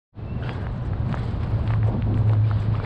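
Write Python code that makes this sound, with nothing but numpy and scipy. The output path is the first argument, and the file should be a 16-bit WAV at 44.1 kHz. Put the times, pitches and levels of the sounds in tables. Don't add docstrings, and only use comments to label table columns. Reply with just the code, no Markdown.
import sys
import numpy as np
from scipy import signal
from scipy.io import wavfile
from scipy.ndimage import uniform_filter1d

SR = 44100
rng = np.random.default_rng(int(sys.argv[2]) if len(sys.argv) > 2 else 0)


def dump(signal):
    limited = np.clip(np.atleast_2d(signal).T, -1, 1)
    pcm = np.round(limited * 32767).astype(np.int16)
    wavfile.write(sys.argv[1], SR, pcm)


def to_linear_factor(level_db):
    exponent = np.asarray(level_db, float) / 20
    return 10 ** exponent


N = 125685

# start_s, length_s, grind_db, thud_db, fizz_db
STEPS = [(0.404, 0.3, -49, -38.5, -75.5), (0.698, 0.11, -65, -56, -81.5), (.845, 0.04, -54, -59, -71.5),
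         (1.045, 0.38, -46.5, -42, -73), (1.387, 0.13, -46.5, -46.5, -78.5),
         (1.463, 0.27, -48.5, -43.5, -78), (1.655, 0.14, -44, -40.5, -73), (1.86, 0.065, -58, -33, -82),
         (1.834, 0.08, -50.5, -42.5, -74), (1.91, 0.081, -54, -36.5, -90.5), (1.994, 0.038, -62, -41, -89),
         (2.046, 0.13, -74, -36.5, -95), (2.126, 0.14, -54, -43.5, -77), (2.261, 0.13, -51, -37, -74),
         (2.45, 0.15, -47.5, -45.5, -78.5), (2.554, 0.18, -48.5, -52, -78), (2.595, .025, -63, -52, -68.5),
         (2.17, 0.024, -64, -52, -69), (1.497, 0.023, -63, -45, -77), (1.867, 0.037, -62, -47.5, -71),
         (2.697, 0.2, -47, -42.5, -82), (2.82, 0.12, -38.5, -33.5, -71)]
# start_s, length_s, level_db
DUST_PUFFS = [(.4, 0.25, -86), (.6, 0.09, -83), (.68, 0.28, -97), (1.03, 0.46, -83), (1.4, .07, -84),
              (1.47, 0.08, -78.5), (1.53, 0.28, -82.5), (1.86, .05, -78), (2.0, .05, -92),
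              (2.15, 0.088, -79), (2.26, .11, -84), (2.46, .12, -87.5), (2.55, 0.14, -84),
              (2.72, .3, -86.5)]
# start_s, length_s, level_db
DRAGS = [
    (.42, 0.18, -56),
    (1.13, 0.31, -57),
    (2.43, 0.32, -56),
]
# start_s, length_s, pitch_hz, level_db
BUMPS = [
    (0.303, 0.093, 201, -33.5),
    (1.048, 0.12, 190, -35),
    (1.878, 0.14, 219, -29.5),
    (2.036, 0.21, 233, -29.5),
    (2.344, .06, 213, -37.5),
]
# time_s, peak_db, pitch_hz, spread_ratio (larger is shorter and duller)
SHELLS = [(0.4362, -25, 2110.0, 0.58), (0.4934, -13.5, 1790, 0.58), (0.669, -19.5, 1400, 0.37),
          (0.9345, -22.5, 1350, 0.35), (1.0952, -26, 1630.0, 0.57), (1.1272, -16.5, 1850.0, 0.89),
          (1.143, -10.5, 1120, 0.47), (1.1745, -22.5, 1640, 0.23), (1.4336, -22.5, 2110, 0.9),
          (1.6769, -23.5, 3030, 0.29), (1.7058, -13, 900.0, 0.73), (1.7374, -16, 1560.0, 0.43),
          (1.8311, -19.5, 1560, 0.38), (1.8813, -19, 756.5, 0.43), (2.0232, -22, 2400, 0.37),
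          (2.1759, -20.5, 1270.0, 0.75), (2.2957, -16.5, 1504, 0.87), (2.334, -17, 998, 0.37),
          (2.5131, -15, 1191, 0.32), (2.7409, -34, 1360.0, 0.39), (2.7541, -24, 2230, 0.39),
          (2.8008, -18.5, 1140, 0.25)]
# time_s, peak_db, pitch_hz, spread_ratio
KNOCKS = [(.425, -27, 524, 0.48), (1.0705, -22, 700, 0.65), (1.866, -24, 750, 0.24),
          (1.887, -23.5, 570, 0.17), (1.932, -32, 800, 0.21), (1.945, -25, 423.6, .3),
          (2.078, -30, 726.5, 0.22), (2.092, -30, 520, 0.22), (2.104, -27, 705, .25),
          (2.139, -27, 380, 0.28), (2.3345, -31.5, 3560, .25), (2.143, -31, 2890, 0.18),
          (2.2768, -35, 1700, .4), (2.3526, -31, 1500, 0.46), (1.709, -26.5, 2300, 0.3),
          (.25, -50, 4200, 0.17), (2.848, -25, 1900, 0.26)]
# time_s, peak_db, pitch_hz, spread_ratio
TICKS = [(.2615, -60, 6460, 0.27), (.4355, -61, 6500, .2), (0.4805, -54, 8600, .3), (0.534, -41, 7000, .35),
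         (.566, -62, 7000, .2), (.67, -53, 7500, .3), (0.762, -52, 6800, .3), (.824, -58, 7900, .06),
         (0.8535, -59, 7585, 0.081), (.873, -60, 7800, 0.064), (0.9984, -55, 7180, .2),
         (1.0948, -46.5, 7000, 0.19), (1.1269, -56, 7460, 0.17), (1.1385, -56, 7890, .08),
         (1.1509, -40, 6720, 0.14), (1.191, -47, 7800, 0.16), (1.242, -54, 7967, .07),
         (1.255, -47, 7600, 0.13), (1.3132, -52, 7300, 0.13), (1.4135, -53, 6407, 0.22),
         (1.434, -58, 6400, .25), (1.5075, -49, 10500, .4), (1.603, -64, 9480, .3),
         (1.6665, -51.5, 7780, .3), (1.709, -57, 7000, .3), (1.721, -63, 10500, .25),
         (1.8548, -57, 7400, .12), (1.8847, -48.5, 9000, .25), (2.0225, -64, 5800, .15),
         (2.1665, -61, 10710, 0.24), (2.1763, -49, 9194, .25), (2.183, -59.5, 9680, 0.31),
         (2.318, -61, 7000, .2), (2.6066, -58, 8800, .2), (2.632, -66, 10500, .25)]
# start_s, length_s, from_hz, to_hz, level_db
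ROUGH_SQUEAKS = [
    (.42, 0.086, 1465, 1530, -43.5),
    (0.473, 0.19, 1640, 1590, -50.5),
    (.425, .055, 3060, 3270, -53),
    (0.47, .09, 3260, 3400, -55),
    (.435, .09, 4550, 4900, -62),
    (0.425, 0.1, 2650, 2740, -52.5),
    (0.621, 0.045, 2700, 3000, -60),
    (1.693, 0.08, 1110, 1083, -44.5),
    (2.733, 0.03, 1086, 1200, -39),
    (2.2, 0.027, 1300, 610, -43),
]
# start_s, length_s, from_hz, to_hz, level_db
SMOOTH_SQUEAKS = [
    (.185, 0.08, 2570, 2650, -67),
    (0.263, 0.09, 2616, 2740, -56),
    (.35, 0.073, 2730, 2650, -58),
    (2.41, .014, 2300, 2290, -57.5),
    (2.436, 0.024, 2390, 2366, -49.5),
    (2.464, .016, 2370, 2330, -56),
    (2.805, 0.028, 2330, 2315, -48.5),
]
# start_s, length_s, from_hz, to_hz, level_db
CHIRPS = [
    (.552, .02, 5900, 4900, -66),
    (.772, .016, 7500, 4400, -67),
    (.831, .01, 5750, 5950, -66),
    (.865, .018, 6100, 4800, -64),
    (1.3, .03, 5500, 5000, -66),
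]
# time_s, pitch_hz, level_db
HUM = [(.15, 103, -46), (.36, 119.2, -31), (.56, 120.8, -36.5), (.9, 121.9, -30.5), (1.28, 117.6, -29.5),
       (1.4, 111.4, -34), (1.55, 110.6, -21), (1.6, 107.7, -36), (1.7, 108.9, -22), (1.91, 109.1, -19.5),
       (1.96, 106.9, -29.5), (2.06, 106.6, -22.5), (2.2, 106.5, -19), (2.41, 107.1, -20.5),
       (2.85, 106.5, -28.5)]
# time_s, level_db
WIND = [(.17, -36.5), (.6, -34.5), (1.33, -30.5), (1.9, -32), (2.2, -32), (2.45, -36), (2.7, -31.5),
        (2.85, -32.5)]
# pitch_hz, level_db (per Hz)
RUMBLE = [(14, -26.5), (28, -2.5), (60, 6), (125, 4.5), (166, -6), (200, -2), (300, -19), (600, -49),
          (4000, -125)]
# pitch_hz, level_db (per Hz)
AIR = [(120, -18), (200, -8.5), (800, -18.5), (1500, -26.5), (2200, -34.5), (4200, -40), (6300, -63),
       (8300, -63.5), (8900, -73.5), (11000, -77), (12500, -100)]

LEAD = 500


def evened(x):
    return x / np.sqrt(np.mean(x ** 2) + 1e-20)


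def curve(rows, column):
    rows = np.array(rows)
    return np.interp(np.arange(N) / SR, rows[:, 0], rows[:, column])


def add(mix, start_s, sound):
    part = mix[round(start_s * SR):][:len(sound)]
    part += sound[:len(part)]


def swells(rows):
    power = np.zeros((len(rows[0]) - 2, N))
    for start_s, length_s, *levels_db in rows:
        arch = np.sin(np.pi * np.linspace(0, 1, round(length_s * SR)) ** 0.65)
        for row, level_db in zip(power, levels_db):
            add(row, start_s, arch ** 2 * to_linear_factor(2 * level_db))
    return np.sqrt(power)


def blip(hz, spread, phase):
    t = np.arange(-LEAD, 2 * LEAD) / SR
    width_s = 1 / (2 * np.pi * hz * spread) * np.where(t < 0, .8, 1.3)
    return np.exp(-.5 * (t / width_s) ** 2) * np.cos(2 * np.pi * hz * t + phase)


def grains(low_hz, high_hz, cycles, per_s, tilt_db, scatter_db, count=16):
    strength = to_linear_factor(scatter_db * np.minimum(rng.exponential(1, N), 5))
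    hits = strength * (rng.random(N) < per_s / SR) * rng.choice([-1, 1], N)
    kind = rng.integers(0, count, N)
    out = np.zeros(N)
    for k, hz in enumerate(np.geomspace(low_hz, high_hz, count)):
        knocks = signal.oaconvolve(hits * (kind == k), blip(hz, 0.44 / cycles, k))[:N]
        out += to_linear_factor(tilt_db * k / count) * knocks
    return evened(out)


def resonate(x, hz, width_hz):
    turn = np.exp(2j * np.pi * np.cumsum(hz * np.ones(len(x))) / SR)
    r = np.exp(-np.pi * width_hz / SR)
    return 2 * (turn * signal.lfilter([1 - r], [1, -r], x / turn)).real


def wash(points, size, patchy_db):
    hz = np.fft.rfftfreq(size, 1 / SR)
    a, b, patches = rng.standard_normal((4 * N // size + 5, len(hz), 3)).T
    patches = uniform_filter1d(patches, size=10, axis=0)
    patches = evened(uniform_filter1d(patches, size=6, axis=1))
    point_hz, point_db = np.transpose(points)
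    level_db = np.interp(np.log(hz + 1), np.log(point_hz + 1), point_db)
    z = (a + 1j * b) * to_linear_factor(level_db[:, None] + patchy_db * patches)
    return evened(signal.istft(z, nperseg=size, noverlap=size - size // 4)[1][:N])


def steps():
    clump = round(.012 * SR)
    clumps_db = evened(uniform_filter1d(uniform_filter1d(rng.standard_normal(N), clump), clump))
    fizz = grains(7500, 8320, cycles=8.3, per_s=12000, tilt_db=0, scatter_db=2.2)
    grit = grains(5600, 8600, cycles=6, per_s=4600, tilt_db=-4.5, scatter_db=2.2)
    fizz = (fizz + grit) * to_linear_factor(2.6 * clumps_db)
    grind = grains(1000, 4750, cycles=4.5, per_s=5000, tilt_db=-5, scatter_db=0.5) * to_linear_factor(1.3 * clumps_db)
    thud = grains(283, 990, cycles=2.22, per_s=1500, tilt_db=4.5, scatter_db=3.5)
    dust = grains(9500, 13000, cycles=9, per_s=7100, tilt_db=-11, scatter_db=2.2) * to_linear_factor(1.5 * clumps_db)
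    scuff = grains(2900, 4870, cycles=7.1, per_s=15000, tilt_db=-3, scatter_db=2.2)
    crunch = (swells(STEPS) * [grind, thud, fizz]).sum(0)
    return crunch + swells(DUST_PUFFS)[0] * dust + swells(DRAGS)[0] * scuff


def bumps():
    out = np.zeros(N)
    for start_s, length_s, hz, level_db in BUMPS:
        u = np.linspace(0, 1, round(length_s * SR))
        noise = rng.standard_normal(len(u))
        thump = evened(resonate(resonate(noise, hz, 86), hz, 86))
        add(out, start_s, to_linear_factor(level_db) * np.sin(np.pi * u) * thump)
    return out


def snaps(rows, gain_db, ring, edge, body):
    out = np.zeros(N)
    phases = rng.uniform(0, 2 * np.pi, (len(rows), 2))
    for (time_s, peak_db, hz, spread), (a, b) in zip(rows, phases):
        start_s = time_s - LEAD / SR
        level = to_linear_factor(peak_db + gain_db)
        swing = blip(hz, spread, a) + edge * blip(2700, 0.22, b) + body * blip(hz / 2, spread, b)
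        add(out, start_s, level * swing)
        add(out, start_s + .0025, ring * level * blip(hz * 1.2, spread * 0.63, b))
    return out


def squeaks(rows, fuzz, width_hz):
    out = np.zeros(N)
    for start_s, length_s, from_hz, to_hz, level_db in rows:
        t = np.arange(0, length_s, 1 / SR)
        hz = from_hz + (to_hz - from_hz) * t / length_s
        noise = rng.standard_normal(len(t))
        tones = []
        for k in (1, 2):
            blur = resonate(resonate(noise, k * hz, k * width_hz), k * hz, 4 * k * width_hz)
            pure = np.cos(2 * np.pi * k * np.cumsum(hz) / SR)
            tones.append(evened(pure + fuzz * evened(blur)))
        nearness = np.clip(np.minimum(t, (length_s - t) / 2) / .006, 0, 1)
        edge = np.sin(np.pi / 2 * nearness) ** 2
        add(out, start_s, to_linear_factor(level_db) * edge * (tones[0] + to_linear_factor(-28) * tones[1]))
    return out


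def birds():
    out = np.zeros(N)
    for start_s, length_s, from_hz, to_hz, level_db in CHIRPS:
        u = np.linspace(0, 1, round(length_s * SR))
        hz = from_hz + (to_hz - from_hz) * u
        whistle = np.sin(2 * np.pi * np.cumsum(hz) / SR)
        add(out, start_s, to_linear_factor(level_db) * np.sin(np.pi * u) * whistle)
    return out


def hum():
    hz = curve(HUM, column=1)
    fuzz = resonate(resonate(rng.standard_normal(N), hz, width_hz=20), hz, width_hz=20)
    tone = np.sin(2 * np.pi * np.cumsum(hz) / SR)
    return to_linear_factor(curve(HUM, column=2)) * evened(tone + 0.25 * evened(fuzz))


def wind():
    return to_linear_factor(curve(WIND, column=1) + 5.0) * wash(RUMBLE, size=2048, patchy_db=-0.5)


def air():
    rise_db = -5 * np.clip(1 - (np.arange(N) / SR / 0.4) ** 4, 0, 1)
    return to_linear_factor(-38.5 + rise_db) * wash(AIR, size=512, patchy_db=0.0)


def scene():
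    shells = snaps(SHELLS, gain_db=-3.5, ring=0.15, edge=.09, body=0.35)
    knocks = snaps(KNOCKS, gain_db=-2.5, ring=0.2, edge=0, body=0)
    ticks = snaps(TICKS, gain_db=-2.2, ring=0.28, edge=0, body=0)
    walking = steps() + bumps() + shells + knocks + ticks
    gear = squeaks(ROUGH_SQUEAKS, fuzz=1.1, width_hz=150) + squeaks(SMOOTH_SQUEAKS, fuzz=.45, width_hz=70)
    return (walking + gear + birds() + hum() + wind() + air())[None]


def low_pass(x):
    return signal.sosfilt(signal.butter(12, 15700, fs=SR, output="sos"), x)


def record(dry):
    fade_in = np.clip((np.arange(N) / SR - 0.12) / (0.19 - 0.12), 0, 1) ** 2
    fade_out = np.clip((N - np.arange(N)) / 60, 0, 1)
    return low_pass(dry * fade_in * fade_out)


dry = scene()
out = record(dry)
dump(out)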